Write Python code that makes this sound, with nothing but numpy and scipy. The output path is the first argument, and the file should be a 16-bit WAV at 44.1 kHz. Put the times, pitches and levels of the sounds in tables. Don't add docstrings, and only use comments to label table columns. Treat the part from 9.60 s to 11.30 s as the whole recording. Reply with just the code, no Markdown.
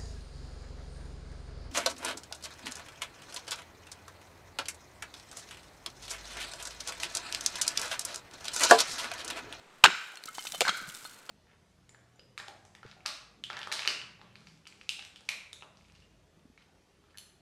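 import sys
import numpy as np
from scipy import signal
from scipy.fft import rfft, irfft, next_fast_len
from scipy.io import wavfile

SR = 44100
rng = np.random.default_rng(int(sys.argv[2]) if len(sys.argv) > 2 else 0)


def elevation(decibels):
    levels = np.asarray(decibels, float)
    return 10 ** (levels / 20)


def wav_record(signal):
    frames = np.transpose(np.atleast_2d(signal))
    bounded = np.clip(frames, -1, 1)
    quanta = np.round(bounded * 32767).astype(np.int16)
    wavfile.write(sys.argv[1], SR, quanta)


N = 74970


def unit(x):
    return x / np.sqrt(np.mean(x ** 2) + 1e-20)


def along(points, hz):
    point_hz, values = np.transpose(points)
    return np.interp(np.log(hz + 1), np.log(point_hz + 1), values)


def filtered(x, response):
    m = next_fast_len(x.shape[-1] + 8192)
    spectrum = rfft(x, m) * response(np.fft.rfftfreq(m, 1 / SR))
    return irfft(spectrum, m)[..., :x.shape[-1]]


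def coloured_noise(noise, colour):
    return unit(filtered(noise, lambda hz: elevation(along(colour, hz))))


def level_curve(points):
    times, levels = np.transpose(points)
    return elevation(np.interp(np.arange(N) / SR, times, levels))


def add(track, s, sound):
    part = track[round(s * SR):][:len(sound)]
    part += sound[:len(part)]


def bursts(rows, rough, spread, rise_cycles):
    all_noise_hz = 11000
    out, t = np.zeros(N), np.arange(4096) / SR
    noises = rng.standard_normal((len(rows), len(t)))
    for (s, db, hz, t60), noise in zip(rows, noises):

        def around_pitch(f):
            width = f * hz * spread
            return (width / np.abs(hz * hz - f * f + 1j * width)) ** 1.63

        hiss = unit(filtered(noise, around_pitch))
        share = np.clip(rough + hz / all_noise_hz, 0, 1)
        swing = np.sqrt(1 - share) * np.sin(2 * np.pi * hz * t) + np.sqrt(share / 2) * hiss
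        rise = (1 - np.exp(-t * hz / rise_cycles)) ** 2
        add(out, s, elevation(db - 60 * t / t60) * rise * swing)
    return out


def cracks():
    # (time [s], level [dB], pitch [Hz], time to fall 60 dB [s])
    fibres = [(.2369, -13, 850, 0.0045), (.2385, -7, 2620, 0.0073), (.2398, 11, 2690, 0.0058),
              (.2405, 2.5, 1111, 0.015), (.2417, -9.5, 3950, 0.018), (.2427, 3, 1080, 0.015),
              (.2440, -7, 3140, 0.019), (.2445, -14, 7340, 0.022), (.2480, -9, 1296, 0.032),
              (.2490, -34, 4300, 0.0089), (.2495, -20, 7200, 0.0093), (.2521, -8, 880, 0.028),
              (.2562, -10.5, 1573, 0.035), (.2422, -12, 4340, 0.0067), (.2500, 0, 1430, 0.018),
              (.2515, -12, 3580, 0.0072), (.2528, -4, 2940, 0.0059), (.2545, 0, 1485, 0.0083),
              (.2580, -9.5, 3760, 0.013), (.2595, -1.5, 1560, 0.0096), (.2607, -8, 2750, 0.016),
              (.2650, -20, 2890, 0.045), (.2710, -13.5, 1460, 0.016), (.2830, -15, 1440, 0.012),
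              (.3030, -22.5, 1050, 0.009), (1.0066, -12.5, 7360, 0.016), (1.0074, -12.5, 2270, 0.011),
              (1.0076, -20, 3300, 0.0059), (1.0075, -14.5, 10730, 0.016), (1.0075, -13, 5020, 0.0055),
              (1.0070, -23, 506, 0.044), (1.0072, -21, 704, 0.04), (1.0120, -13.5, 724, 0.018),
              (1.0110, -13.5, 3570, 0.0091), (1.0130, -23.5, 7040, 0.06), (1.0180, -23, 7900, 0.014),
              (1.0180, -19.5, 4380, 0.015), (1.0172, -13, 685, 0.018), (1.0178, -16, 2830, 0.018),
              (1.0175, -17, 513, 0.041), (1.0220, -18.5, 756, 0.011), (1.0515, -32, 5900, .02),
              (1.0790, -28.5, 6340, 0.039), (1.0830, -30, 3400, 0.041), (1.0940, -23.5, 3220, 0.046),
              (1.0230, -30, 3470, 0.045), (1.0520, -18, 1586, 0.022), (1.0612, -28, 1540, 0.1),
              (1.0760, -19, 1326, 0.024), (1.0795, -13.5, 1370, 0.033), (1.0805, -20.5, 4060, .02),
              (1.0865, -13, 1480, 0.011), (1.0908, -12.5, 1320, 0.024), (1.0925, -22, 3930, 0.032),
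              (1.0990, -27.5, 1630, 0.029), (1.1100, -35, 1490, .02), (1.1260, -33, 1235, 0.0076),
              (1.6910, -35, 1436, 0.06), (1.6935, -30.5, 4360, 0.025), (1.6932, -29.5, 3180, 0.015),
              (1.6945, -37.5, 7000, 0.019), (1.6945, -31, 914, 0.01), (1.6985, -24.5, 833, 0.025)]
    return bursts(fibres, rough=0.12, spread=1.1, rise_cycles=0.35)


def ticks():
    # (time [s], level [dB], pitch [Hz], time to fall 60 dB [s])
    splinters = [(.5560, -36.5, 5900, 0.014), (.5721, -32, 2760, 0.013), (.5725, -37, 8500, 0.011),
                 (.6100, -73.5, 7900, 0.012), (.6379, -31, 4280, .012), (.6565, -27.5, 9100, 0.024),
                 (.6725, -35, 7840, 0.0066), (.6745, -37, 3970, 0.035), (.6880, -29.5, 10900, .01),
                 (.7303, -41, 10800, 0.025), (.7308, -50, 5950, 0.023), (.6385, -28.5, 8300, 0.0042),
                 (.8700, -28, 2490, 0.014), (.7830, -37, 1180, 0.0062), (.7840, -35, 4500, 0.035),
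                 (.7505, -36.5, 6500, 0.068), (.7730, -36, 8700, 0.038), (.7930, -28, 5790, 0.0084),
                 (.8240, -36, 5020, 0.037), (.8400, -31.5, 8700, 0.017), (.8520, -34, 5950, 0.052),
                 (.8695, -18.5, 3700, 0.0052), (.8735, -29, 6050, 0.023), (.9050, -51, 6870, 0.027),
                 (.9208, -22.5, 6500, 0.011), (.9215, -27.5, 3930, 0.016), (.9890, -40, 8400, .012),
                 (1.1700, -33.5, 11000, 0.047), (1.2250, -39, 13100, 0.023), (1.2900, -33, 8800, 0.015),
                 (1.3000, -28, 3000, 0.0058), (1.3430, -33.5, 9100, 0.019), (1.3490, -27.5, 6800, 0.0099),
                 (1.3570, -26.5, 9700, 0.005), (1.3670, -33, 7560, 0.013), (1.4960, -37, 8200, 0.0085),
                 (1.5300, -53, 6400, 0.015), (1.5440, -40.5, 6850, 0.012), (1.5880, -41, 7460, 0.018),
                 (1.6270, -45.5, 8120, 0.0071), (1.6635, -40, 6200, 0.012)]
    return bursts(splinters, rough=0.25, spread=1.4, rise_cycles=0.35)


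def taps():
    # (time [s], level [dB], pitch [Hz], time to fall 60 dB [s])
    dry_taps = [(.7825, -18, 870, 0.0071), (.8520, -22, 890, 0.0046), (1.0503, -22, 880, 0.0039),
                (1.0703, -12.5, 980, 0.0051), (1.4510, -29, 890, 0.0047)]
    return bursts(dry_taps, rough=0.3, spread=1.7, rise_cycles=0.083)


def loose_piece():
    # (pitch [Hz], relative level [dB], time to fall 60 dB [s])
    piece_tones = [(1300, 7.5, 0.071), (1480, 1.5, 0.084), (2130, -3.5, 0.1), (3050, 3.5, 0.069),
                   (3630, 0, 0.061), (4250, 1.5, 0.065), (8700, -23, 0.025)]
    # (time [s], level [dB], favoured pitch [Hz])
    knocks = [(0.572, -54, 4000), (.6820, -39, 1264), (.6820, -37.5, 2310), (.7511, -49.5, 3070),
              (.8740, -41.5, 3800), (1.0540, -38, 4250), (1.08, -27, 4250), (.5570, -61, 8700),
              (0.5715, -20, 8700), (.7850, -37, 2120), (.7860, -43.5, 1480), (0.791, -43.5, 3080),
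              (.8010, -47, 3060), (.8550, -43, 2050), (0.858, -47, 3050), (0.853, -42, 1530),
              (0.939, -36, 3360), (0.95, -34, 3160), (0.957, -39, 3060), (1.027, -34, 1720),
              (1.3450, -44, 3750), (1.4515, -40, 4170), (1.4520, -42, 1560)]
    favour_db_per_octave, luck_db = 30, 2.1
    out, t = np.zeros(N), np.arange(8192) / SR
    all_luck = rng.standard_normal((len(knocks), len(piece_tones)))
    for (s, db, near_hz), luck in zip(knocks, all_luck):
        ring = np.zeros(len(t))
        for (hz, tone_db, t60), r in zip(piece_tones, luck):
            octaves_away = abs(np.log2(hz / near_hz))
            start_db = tone_db + luck_db * r - favour_db_per_octave * octaves_away
            ring += elevation(start_db - 60 * t / t60) * np.sin(2 * np.pi * hz * t)
        soft_start = 1 - np.exp(-t / 0.0013)
        add(out, s, elevation(db) * ring * soft_start)
    return out


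def thuds():
    # (time [s], level [dB], pitch [Hz], time to fall 60 dB [s])
    dull_knocks = [(.2385, -31, 70, .025), (.2500, -36, 375, 0.15), (.2750, -27.5, 191, 0.077),
                   (.2760, -29.5, 390, 0.047), (.5400, -42.5, 780, 0.026), (.6560, -43.5, 285, 0.047),
                   (.3300, -43, 195, 0.04), (1.1260, -36.5, 324, .02), (1.6925, -33, 572, 0.086),
                   (.2600, -29, 376.6, 0.14), (.9350, -38, 670, 0.065), (.9450, -34, 684, 0.054),
                   (.9460, -40.5, 1190, 0.044), (1.0200, -46, 109, 0.051), (1.0850, -31, 188, 0.083),
                   (1.2140, -35.5, 184, 0.083), (1.2790, -42, 162, 0.1)]
    return bursts(dull_knocks, rough=0.36, spread=1.0, rise_cycles=0.17)


def trees(x):
    # (frequency [Hz], time to fall 60 dB [s])
    echo_t60 = [(200, 0.24), (600, 0.87), (1000, 0.76), (1500, 0.81), (2200, 0.77), (4000, 0.69),
                (8000, 0.63), (14000, .3)]
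    # (frequency [Hz], echo level [dB])
    echo_colour = [(100, -44), (500, -22), (900, -25), (1200, -19), (1350, -14), (1500, -7.5), (1620, -16),
                   (1800, -17), (2150, -8), (2600, -19.5), (3500, -15.5), (6000, -13.5), (9000, -16.5),
                   (15000, -21)]
    delay_s, rise_s = 0.011, 0.01
    late_s, late_db = 0.9, 6.5
    paths, path_samples = 8, 160
    hz, t, z = signal.stft(rng.standard_normal((paths, SR + SR // 2)), SR, nperseg=512)
    shape = elevation(-60 * t / along(echo_t60, hz)[:, None]) * (1 - np.exp(-t / rise_s))
    shape = shape / np.linalg.norm(shape, axis=1, keepdims=True)
    shape = shape * elevation(along(echo_colour, hz))[:, None]
    tails = signal.istft(z * shape, SR, nperseg=512)[1] / np.sqrt(256)
    turn = np.abs(np.arange(N) / path_samples % paths - np.arange(paths)[:, None])
    shares = np.clip(1 - np.minimum(turn, paths - turn), 0, 1)
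    boost = np.where(np.arange(N) > late_s * SR, elevation(late_db), 1)
    echo = signal.fftconvolve(x * shares * boost, tails, axes=1).sum(0)
    return np.pad(echo, (round(delay_s * SR), 0))[:N]


def leaves():
    # (time [s], level [dB])
    rustle = [(0, -75), (.25, -62.5), (.35, -57), (.48, -55), (.6, -61.5), (.71, -55), (.76, -50),
              (.81, -45), (.86, -43), (.96, -43), (1.12, -58), (1.17, -44), (1.21, -51), (1.26, -56),
              (1.289, -42.5), (1.33, -48.5), (1.35, -45.5), (1.45, -45), (1.548, -51), (1.629, -57.5),
              (1.7, -61.5)]
    # (frequency [Hz], relative level [dB])
    leaf_colour = [(800, -17), (2500, -4.5), (4200, -5.5), (8300, -1), (11000, 2), (14000, 0),
                   (16000, -4.5)]
    crackles_per_s, size_db, fade_s = 500, 5, 0.0023
    noise, chance, size = rng.standard_normal(N), rng.random(N), rng.standard_normal(N)
    spikes = (chance < crackles_per_s / SR) * elevation(size_db * size)
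    crackle = signal.lfilter([1], [1, -np.exp(-1 / (fade_s * SR))], spikes)
    broken_hiss = noise * (0.48 + unit(crackle) * 0.95)
    return level_curve(rustle) * coloured_noise(broken_hiss, leaf_colour)


def hush():
    # (frequency [Hz], relative level [dB])
    air_colour = [(25, -44), (200, -6.5), (400, 2), (800, 0), (1300, 1.5), (2500, -4.5), (5000, -13),
                  (9000, -15.5), (16000, -28)]
    # (time [s], level [dB])
    rumble_course = [(0.0, -62), (0.236, -66), (0.364, -60.5), (0.5, -74.5), (0.658, -68.5), (1.018, -55.5),
                     (1.16, -58), (1.556, -62), (1.7, -66)]
    # (frequency [Hz], relative level [dB])
    rumble_colour = [(20, 7), (50, -16), (120, -0.5), (200, -1.5), (350, -9), (600, -40)]
    air = elevation(-58) * coloured_noise(rng.standard_normal(N), air_colour)
    rumble = level_curve(rumble_course) * coloured_noise(rng.standard_normal(N), rumble_colour)
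    return air + rumble


def scene():
    snaps = cracks() + ticks() + taps()
    no_lows = signal.butter(2, 220, "high", fs=SR, output="sos")
    snaps = signal.sosfilt(no_lows, snaps)
    wood = snaps + loose_piece() + thuds()
    return (wood + trees(wood) + leaves() + hush())[None]


def roll_off(x):
    return signal.sosfilt(signal.butter(12, 16510, fs=SR, output="sos"), x)


def record(dry):
    # (frequency [Hz], gain [dB])
    mic_colour = [(20, -11), (100, -3.5), (4500, 0.5), (5200, -2), (8600, -1), (9400, -11), (10800, -6),
                  (12300, -13), (13000, -9), (14200, -12.5), (16000, -13)]
    top_hz = 15900
    x = filtered(dry, lambda hz: elevation(along(mic_colour, hz)))
    x = x / (1 + np.abs(x) ** 8) ** (1 / 8)
    x = filtered(x, lambda hz: 1 / (1 + (hz / top_hz) ** 60))
    mix = np.clip(x, -1, 1)
    return roll_off(mix)


dry = scene()
out = record(dry)
wav_record(out)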